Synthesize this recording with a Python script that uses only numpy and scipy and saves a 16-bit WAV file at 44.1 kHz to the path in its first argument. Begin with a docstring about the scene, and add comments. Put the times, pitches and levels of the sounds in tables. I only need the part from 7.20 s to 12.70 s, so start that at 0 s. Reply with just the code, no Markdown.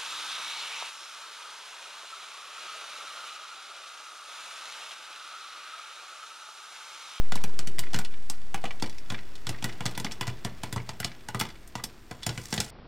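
"""Hot oil sizzles faintly, and almost at once popcorn starts to pop in a lidded steel pan in a boat galley.
Each kernel cracks its hull, knocks the pan, rings the lid and lets out a low puff of steam.
Flying kernels tap the metal, shoved neighbours tick, and near the end steam hisses out past the lid.
Blows are short noise bursts and struck tones shaped by the pan's resonances; oil, steam and burner
are coloured noise. Small wooden walls add a short echo."""
import sys
import numpy as np
from scipy import signal
from scipy.io import wavfile

SR = 44100
rng = np.random.default_rng(int(sys.argv[2]) if len(sys.argv) > 2 else 0)


def output_pcm(signal):
    """Save a mono or channel-first signal as 16-bit PCM at the path in sys.argv[1].

    Samples are clipped to [-1, 1] before scaling.
    """
    pcm = np.clip(np.atleast_2d(signal).T, -1, 1) * 32767
    wavfile.write(sys.argv[1], SR, np.round(pcm).astype(np.int16))


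N = 242764
TIME = np.arange(N) / SR
BURST_TIME = TIME[:4096]  # time inside one short blow
BAND_EDGES_HZ = 22 * 2 ** np.arange(0, 9.6, .5)  # half an octave apart

# Blow levels are those of the first 11 ms, before the resonances below colour them.
# bursting kernels: (time [s], steam thump [dB], thump pitch [Hz], pan knock [dB], knock pitch [Hz],
# lid ring [dB], hull crack [dB], top of the crack [Hz])
POPS = [(0.1207, -36, 178, -37.5, 1310, -39, -37.5, 7700), (0.155, -37.5, 240, -42, 970, -52, -35.5, 10300),
        (0.2384, -34.5, 173, -46, 790, -40, -35.5, 11100),
        (0.3902, -42, 135, -46.5, 1220, -44.5, -34, 7100), (0.4722, -39.5, 155, -56, 620, -44, -38, 9500),
        (0.584, -41, 133, -47, 670, -40, -45, 10700), (0.591, -45, 129, -49, 970, -47, -29, 11400),
        (0.7326, -47, 167, -46.5, 774, -44, -40.5, 6600), (0.7433, -32, 175, -40, 1530, -36.5, -33.5, 7900),
        (0.7612, -38, 145, -57, 974, -41, -39.5, 8800), (0.788, -39.5, 185, -41.5, 1540, -40.5, -34, 11400),
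        (1.0986, -45.5, 201, -49, 880, -54, -31.5, 10100),
        (1.3433, -37.5, 157, -37, 823, -37, -37.5, 12200), (1.44, -39.5, 183, -35.5, 762, -43, -45.5, 7400),
        (1.454, -43, 208, -51, 820, -39, -48, 6600), (1.6236, -31, 250, -39.5, 930, -44.5, -33.5, 5900),
        (1.9013, -39, 127, -45.5, 1040, -39, -37, 4800), (1.9206, -37.5, 182, -47.5, 1030, -44, -47, 9000),
        (2.268, -40.5, 139, -48, 1020, -41.5, -35, 5900),
        (2.2917, -35.5, 134, -45.5, 784, -40, -34.5, 8160), (2.4247, -40, 205, -48, 880, -43, -43, 6600),
        (2.442, -33, 170, -40, 1440, -38, -31.5, 11000), (2.6062, -37, 176, -42.5, 1370, -41, -45.5, 8500),
        (2.6554, -32.5, 179, -37.5, 1220, -43, -34, 6300), (2.6621, -48, 152, -44.5, 686, -41, -31, 5600),
        (2.7761, -37.5, 187, -43, 979, -40.5, -36, 13400), (2.7989, -40, 171, -50, 900, -50, -37, 8500),
        (2.8456, -32.5, 210, -41.5, 860, -38.5, -35, 5130), (3.01, -36.5, 163, -39.5, 990, -35, -36, 10300),
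        (3.0693, -52, 135, -49, 690, -46, -41.5, 6500), (3.077, -34.5, 139, -46, 1000, -43, -40, 8500),
        (3.248, -32.5, 194, -44.5, 977, -41.5, -35, 9100), (3.434, -37, 201, -42, 880, -40, -38.5, 10000),
        (3.5262, -37, 140, -49, 1010, -44, -36, 12400), (3.561, -31.5, 143, -38, 930, -52, -42, 8200),
        (3.691, -41, 155, -43.5, 890, -44, -38, 6100), (3.8012, -38.5, 170, -43.5, 1420, -42, -35, 13000),
        (3.8455, -36.5, 166, -44.5, 710, -46, -28.5, 4700),
        (4.0859, -45, 161, -42, 840, -44.5, -40.5, 9100),
        (4.146, -32.5, 166, -36.5, 1300, -40.5, -42, 10700),
        (4.1987, -44, 194, -49, 795, -38, -30.5, 15400), (4.2108, -32, 200, -34, 875, -32.5, -32, 11400),
        (4.5534, -37.5, 177, -40, 960, -43, -40, 5700), (4.6392, -43, 213, -51, 865, -46.5, -31, 11500),
        (4.911, -40, 180, -46.5, 735, -45.5, -46, 9000),
        (5.0651, -32.5, 159, -39.5, 710, -36.5, -29, 10200),
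        (5.0916, -35.5, 138, -48, 1400, -38, -36.5, 4800), (5.176, -37.5, 145, -52, 1030, -40.5, -42, 7850),
        (5.3262, -31, 202, -40, 870, -39.5, -32, 6140), (5.3395, -43, 159, -49, 720, -40, -32.5, 8500),
        (5.3779, -31.5, 153, -43, 780, -39, -32.5, 4000), (5.402, -43.5, 160, -44, 840, -39.5, -26, 7500)]
# kernels and bits of hull thrown against lid and wall: (time [s], level [dB], centre [Hz])
TAPS = [(0.175, -45, 2230), (0.6363, -44.5, 2120), (0.669, -48.5, 1980), (0.8482, -39.5, 3800),
        (0.939, -50.5, 2580), (1.378, -51, 2200), (1.5075, -39, 2310), (1.598, -47, 4000),
        (1.6402, -42.5, 2310), (1.66, -44.5, 3780), (1.696, -46, 4550), (1.782, -47, 4470),
        (1.9445, -38, 2330), (1.981, -49.5, 2510), (1.988, -48, 2600), (2.154, -47, 4560),
        (2.327, -51, 1500), (2.345, -46, 1800), (2.385, -51, 2380), (2.4923, -43, 1960),
        (2.525, -47.5, 3840), (2.71, -52, 8040), (2.7507, -44, 3400), (2.8657, -39, 2150),
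        (2.9123, -42, 3500), (2.9193, -38.5, 5030), (3.0285, -41.5, 1980), (3.092, -45.5, 2370),
        (3.274, -50, 1510), (3.5777, -41.5, 2000), (3.601, -46, 2230), (3.829, -40.5, 1960),
        (3.916, -48.5, 2340), (4.194, -38, 8000), (4.252, -45, 3460), (4.302, -50.5, 3450),
        (4.355, -54.5, 2940), (4.475, -50.5, 10000), (4.5958, -46.5, 1520), (5.024, -50, 3030),
        (5.031, -38.5, 4250), (5.443, -45, 5200)]
# resonances of pan and lid: (frequency [Hz], width [Hz], lift [dB])
PAN_MODES = [(428, 32, 13), (720, 195, 6.5), (890, 50, 2.5), (994, 33, 7), (1208, 46, 4), (1447, 42, 6.5),
             (1720, 97, 2.5), (1965, 58, 7.5), (2330, 146, 2.5), (2947, 20, 6.5), (3430, 43, 8.5),
             (4550, 134, 4.5), (4920, 160, 1.5), (5440, 62, 7), (7450, 190, 3), (8820, 320, 3.5)]
# resonances of the gap at the lid's rim: (frequency [Hz], width [Hz], lift [dB])
RIM_MODES = [(4800, 180, 2.5), (12300, 300, 2)]
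# the microphone's dips and lift: (frequency [Hz], width [Hz], change [dB])
MIC_COLOUR = [(11000, 4300, -6.5), (13900, 810, 1.5), (15500, 1700, -5)]
# strength of the cabin's echo: (frequency [Hz], level against the direct sound [dB])
CABIN_LEVEL = [(50, 11.5), (95, -6), (300, -3), (800, -8.5), (2000, -13), (5000, -13), (14000, -9.5)]
# how long the echo takes to fall by 60 dB: (frequency [Hz], fall time [s])
CABIN_FALL = [(60, 0.067), (125, 0.28), (400, 0.35), (2000, 0.27), (6000, 0.083), (14000, 0.12)]
# loudness of the hot oil: (time [s], level [dB])
SIZZLE_LEVEL = [(0, -50.5), (.8, -53.5), (1.1, -55), (2.2, -52.5), (2.7, -48.5), (3.3, -52), (4.1, -55),
                (4.9, -56), (5.5, -52)]
# loudness of the escaping steam, before its flutter: (time [s], level [dB])
STEAM_LEVEL = [(0, -63.5), (4.97, -69), (5.12, -57), (5.23, -49), (5.35, -48), (5.5, -48)]
# loudness of the simmer murmuring in the pan's hollow: (time [s], level [dB])
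SIMMER_LEVEL = [(0, -60.5), (.7, -53), (1.1, -70.5), (2.7, -57), (3.4, -61), (5.5, -66)]
# colour of the oil's hiss: (frequency [Hz], relative level [dB per Hz])
SIZZLE_COLOUR = [(100, 16.5), (400, 8), (900, 4), (2000, 2.5), (4500, -8.5), (8500, -19), (11000, -11),
                 (16000, -21)]
# colour of the steam's hiss: (frequency [Hz], relative level [dB per Hz])
STEAM_COLOUR = [(300, -28), (1500, -14), (5500, -10), (8500, -8), (11000, -15), (16000, -20)]
# colour of the burner's low rumble: (frequency [Hz], relative level [dB per Hz])
BURNER_COLOUR = [(25, -0.5), (80, -12.5), (120, -30), (200, -16.5), (400, -42.5)]
# the microphone's offset settling after switching on, in two parts: (size, time constant [s])
SETTLING = [(-.36, 1), (0.141, 0.43)]


def from_db(db):
    """Turn decibels into a gain."""
    return 10 ** (np.asarray(db) / 20)


def rms_one(x):
    """Scale a sound to an rms (average strength) of 1."""
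    return x / np.sqrt(np.mean(x ** 2) + 1e-20)


def even(rows):
    """Scale each blow to rms 1."""
    return rows / np.std(rows, axis=-1, keepdims=True)


def at_hz(points, hz):
    """Read a curve at a frequency, on a log-frequency axis."""
    f, value = np.transpose(points)
    return np.interp(np.log(hz), np.log(f), value)


def gain_over_time(points):
    """Turn a (time, level) table into a smoothly joined gain."""
    return from_db(np.interp(TIME, *np.transpose(points)))


def butter(x, hz, kind, order=2):
    """Butterworth filter that looks only at the past."""
    sos = signal.butter(order, np.clip(hz, 10, .45 * SR), kind, fs=SR, output="sos")
    return signal.sosfilt(sos, x + 1e-18)


def resonance(x, hz, width_hz):
    """Let one pitch ring: a two-pole resonance with gain 1 at its top."""
    r = np.exp(-np.pi * width_hz / SR)
    feed = np.array([1, 0, -1]) * (1 - r * r) / 2
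    feedback = [1, -2 * r * np.cos(2 * np.pi * hz / SR), r * r]
    return signal.lfilter(feed, feedback, x + 1e-18)


def coloured(x, peaks):
    """Pass a sound through a chain of lifts or dips."""
    for hz, width_hz, db in peaks:
        x = x + (from_db(db) - 1) * resonance(x, hz, width_hz)
    return x


def noise_bands(size):
    """Half-octave bands of white noise with their centres; neighbours are unrelated."""
    white = rng.standard_normal((2, size))
    bands = []
    for k, (lo, hi) in enumerate(zip(BAND_EDGES_HZ, BAND_EDGES_HZ[1:])):
        bands.append((np.sqrt(lo * hi), butter(white[k % 2], [lo, hi], "band")))
    return bands


def hiss(colour):
    """Steady noise of a given colour, rms 1."""
    return rms_one(sum(from_db(at_hz(colour, hz)) * band for hz, band in noise_bands(N)))


def droplets(per_s=450, spread_db=3):
    """Random tiny bursts of uneven size, rms 1."""
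    sizes = from_db(spread_db * np.minimum(rng.exponential(1, N), 4)) * rng.choice([-1, 1], N)
    return rms_one(sizes * (rng.random(N) < per_s / SR))


def first_arrival(count, t60):
    """One row per blow: the sharp direct sound, ahead of the bounces inside the pan."""
    return rng.standard_normal((count, len(BURST_TIME))) * from_db(-60 * BURST_TIME / t60)


def clatter(count, t60, hold, ring=1.33, ring_width_hz=110):
    """One row per blow: sound bounces inside the pan and dies fast; each spot favours a few modes."""
    # full strength for hold seconds, then a fall of 60 dB in t60 seconds
    fade = from_db(-60 * np.maximum(BURST_TIME - hold, 0) / t60)
    mode_hz = 700 * 2 ** rng.uniform(0, 4, (count, 7))
    blows = rng.standard_normal((count, len(BURST_TIME))) * fade
    rows = []
    for blow, spot in zip(blows, mode_hz):
        ringing = sum(resonance(blow, hz, ring_width_hz) for hz in spot)
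        rows.append(blow + ring * ringing)
    return np.array(rows)


def mode(hz, t60, lag=0):
    """One row per blow: a struck mode of the metal, a tone dying away."""
    t = np.maximum(BURST_TIME - lag, 0)
    return np.sin(2 * np.pi * np.outer(hz, t)) * from_db(-60 * t / t60)


def snap(lag):
    """The single pressure spike of a hull giving way, lag seconds in, rms 1."""
    return even(1.0 * (np.arange(len(BURST_TIME)) == int(abs(lag) * SR)))


def played(times, levels_db, bursts, span=0.011, rise=0.00015):
    """Lay bursts out in time, each with a quick rise and at its rms level over its first span seconds."""
    out = np.zeros(N + len(BURST_TIME))
    n = int(span * SR)
    for s, db, burst in zip(times, levels_db, bursts):
        at = int(np.clip(s * SR, 0, N))
        burst = burst * (1 - np.exp(-BURST_TIME / rise))
        out[at:at + len(burst)] += from_db(db) * burst / np.sqrt(np.mean(burst[:n] ** 2))
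    return out[:N]


def cabin(x, build_up=0.0045, count=4):
    """Close wooden walls: a dense echo, mostly shorter in the treble; it changes as the microphone turns."""
    t = TIME[:SR * 2 // 3]
    out = 0
    for place in range(count):
        echo = 0
        for hz, band in noise_bands(len(t)):
            fade = from_db(-60 * t / at_hz(CABIN_FALL, hz))
            tail = band * fade * (1 - np.exp(-(t / build_up) ** 2))
            echo = echo + from_db(at_hz(CABIN_LEVEL, hz)) * tail * band.std() / np.sqrt(np.sum(tail ** 2))
        # blend evenly from one echo pattern to the next
        share = np.maximum(1 - abs(TIME / TIME[-1] * (count - 1) - place), 0)
        out = out + signal.fftconvolve(x * np.sqrt(share), echo)[:N]
    return out


def nearly_mono(mid, treble_db=-23, bass_db=-32):
    """Nearly mono: a faint noise-like smear, stronger in the treble, sets left and right slightly apart."""
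    smear = rng.standard_normal(128)
    unlike = from_db(treble_db) * np.diff(mid, prepend=0) + from_db(bass_db) * mid
    side = signal.fftconvolve(unlike, smear / np.linalg.norm(smear))[:N]
    return np.array([mid + side, mid - side])


def burner(level_db=-53.5):
    """The flame's steady low rumble, made of bass-heavy noise."""
    return from_db(level_db) * hiss(BURNER_COLOUR)


def simmer():
    """A murmur in the pan's hollow: noise in a narrow low band."""
    murmur = butter(rng.standard_normal(N), [290, 410], "band")
    return gain_over_time(SIMMER_LEVEL) * rms_one(murmur)


def sizzle():
    """Hot oil hisses: coloured noise that swells and sinks."""
    return gain_over_time(SIZZLE_LEVEL) * hiss(SIZZLE_COLOUR)


def spits(below_db=-11.5):
    """Droplets burst in the hot oil: a fine crackle that swells with the sizzle."""
    crackle = rms_one(butter(droplets(), [1200, 5500], "band"))
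    return from_db(below_db) * gain_over_time(SIZZLE_LEVEL) * crackle


def steam(flutter_db=3.5, flutter_hz=110, wetness=0.38):
    """The jet sputters, fizzes as droplets pass through it, and half whistles in the gap at the lid's rim."""
    sputter = rms_one(butter(rng.standard_normal(N), flutter_hz, "low"))
    fizz = rms_one(butter(droplets(), [4000, 9000], "band"))
    jet = hiss(STEAM_COLOUR) + wetness * fizz
    gain = gain_over_time(STEAM_LEVEL) * from_db(flutter_db * sputter)
    return gain * rms_one(coloured(jet, PAN_MODES + RIM_MODES))


def taps(lid_hz=2170, lid_reach=0.09, ping=1.4, spread=1.4):
    """Light kernels hit the metal; those near the lid's main modes ping as well as tick."""
    s, db, centre_hz = np.transpose(TAPS)
    rows = clatter(len(s), t60=0.047, hold=0.00027)
    tones = mode(centre_hz, t60=0.023)
    blows = []
    for row, tone, hz in zip(rows, tones, centre_hz):
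        tick = butter(row, [hz / spread, hz * spread], "band", order=1)
        tick = butter(tick, hz * 3, "low")
        nearness = np.exp(-(np.log(hz / lid_hz) / lid_reach) ** 2)  # 1 right at the lid's pitch
        blows.append(even(tick) + ping * nearness * even(tone))
    return played(s, db, blows)


def force_db():
    """How hard each kernel bursts: midway between its knock and its crack."""
    _, _, _, knock_db, _, _, crack_db, _ = np.transpose(POPS)
    return (knock_db + crack_db) / 2


def rattle(count=8, below_db=-14, first=0.009, last=0.17, fade_db_per_s=60, spread_db=1.5):
    """Each pop shoves its neighbours, which tumble against the pan in a dying run of small ticks."""
    s = np.repeat(np.array(POPS)[:, 0], count)
    delay = first * (last / first) ** rng.random(len(s))  # seconds, crowded towards the start
    db = np.repeat(force_db(), count) + below_db
    db = db + rng.normal(0, spread_db, len(s)) - fade_db_per_s * delay
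    ticks = butter(clatter(len(s), t60=0.035, hold=0.00063), [1400, 5200], "band", order=1)
    return played(s + delay, db, ticks)


def tears(lead=0.0033, below_db=-15):
    """A hull begins to tear with a faint fizz, up to lead seconds before it bursts."""
    s, _, _, _, _, _, crack_db, _ = np.transpose(POPS)
    fizz = butter(first_arrival(len(s), t60=0.034), [2000, 10000], "band", order=1)
    return played(s - lead * rng.random(len(s)), crack_db + below_db, fizz)


def thumps(puff_width_hz=130, push_cycles=0.21, lag=0.0026, stray=0.6, low_cut_hz=75, main_db=3, boom_db=2):
    """Freed steam swings the air under the lid about once, and wakes the cabin's low modes."""
    s, thump_db, puff_hz = np.transpose(POPS)[:3]
    # a quicker burst is a shorter push and a higher thump
    pushes = np.exp(-(np.outer(puff_hz, BURST_TIME - lag) / push_cycles) ** 2)
    swings = []
    for push, hz in zip(pushes, puff_hz):
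        swing = resonance(-push, hz, puff_width_hz)
        swings.append(resonance(swing, 0.18 * hz, 385))
    swings = butter(np.array(swings), low_cut_hz, "high", order=1)
    shudder = butter(clatter(len(s), t60=0.19, hold=0.011), [130, 480], "band")
    shudder = shudder * (1 - np.exp(-BURST_TIME / lag))
    puff = played(s, thump_db, even(swings) + stray * even(shudder))
    main_mode = from_db(main_db) * resonance(puff, 120, 8)
    boom = from_db(boom_db) * resonance(puff, 50.0, 20.6)
    return puff + main_mode + boom


def pops(knock_tone=0.84, knock_lag=0.00062, ring_snap=1.6, crack_snap=0.78, spike=0.47, spike_lag=0.001209):
    """The hull tears for a millisecond, then gives way in one spike; the kick knocks pan and lid."""
    s, _, _, knock_db, knock_hz, ring_db, crack_db, top_hz = np.transpose(POPS)
    # the knock on the pan's base, whose pitch depends on the spot
    knock = even(butter(clatter(len(s), t60=0.052, hold=0.00042), [520, 1500], "band"))
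    knock = knock - knock_tone * even(mode(knock_hz, t60=0.034, lag=knock_lag))
    # the lid's ring
    ring = clatter(len(s), t60=0.063, hold=0.00099) + ring_snap * first_arrival(len(s), t60=0.011)
    ring = butter(even(ring) + spike * snap(spike_lag), [1450, 3400], "band", order=3)
    # the hull's bright crack
    crack = clatter(len(s), t60=0.037, hold=0.00084) + crack_snap * first_arrival(len(s), t60=0.021)
    crack = butter(even(crack) + spike * snap(spike_lag), 3600, "high", order=3)
    crack = [butter(row, hz, "low") for row, hz in zip(crack, top_hz)]
    knocks_and_rings = played(s, knock_db, knock) + played(s, ring_db, ring)
    return knocks_and_rings + played(s, crack_db, crack, rise=0.00034)


def scene(thump_echo_db=-2.0):
    """The pan in its cabin over the sizzle of the oil and the rumble of the burner."""
    background = burner() + simmer() + sizzle() + steam()
    pan = coloured(spits() + taps() + rattle() + tears() + pops(), PAN_MODES)
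    thump = thumps()
    echo = cabin(pan + from_db(thump_echo_db) * thump)
    return nearly_mono(coloured(background + pan + thump + echo, MIC_COLOUR))


def record(dry, cutoff_hz=16000):
    """The top is cut steeply; a slow offset, far below hearing, settles to zero."""
    offset = sum(size * np.exp(-TIME / seconds) for size, seconds in SETTLING)
    steep_cut = signal.ellip(10, .1, 90, cutoff_hz, fs=SR, output="sos")
    return signal.sosfilt(steep_cut, dry) + offset


dry = scene()
out = record(dry)
output_pcm(out)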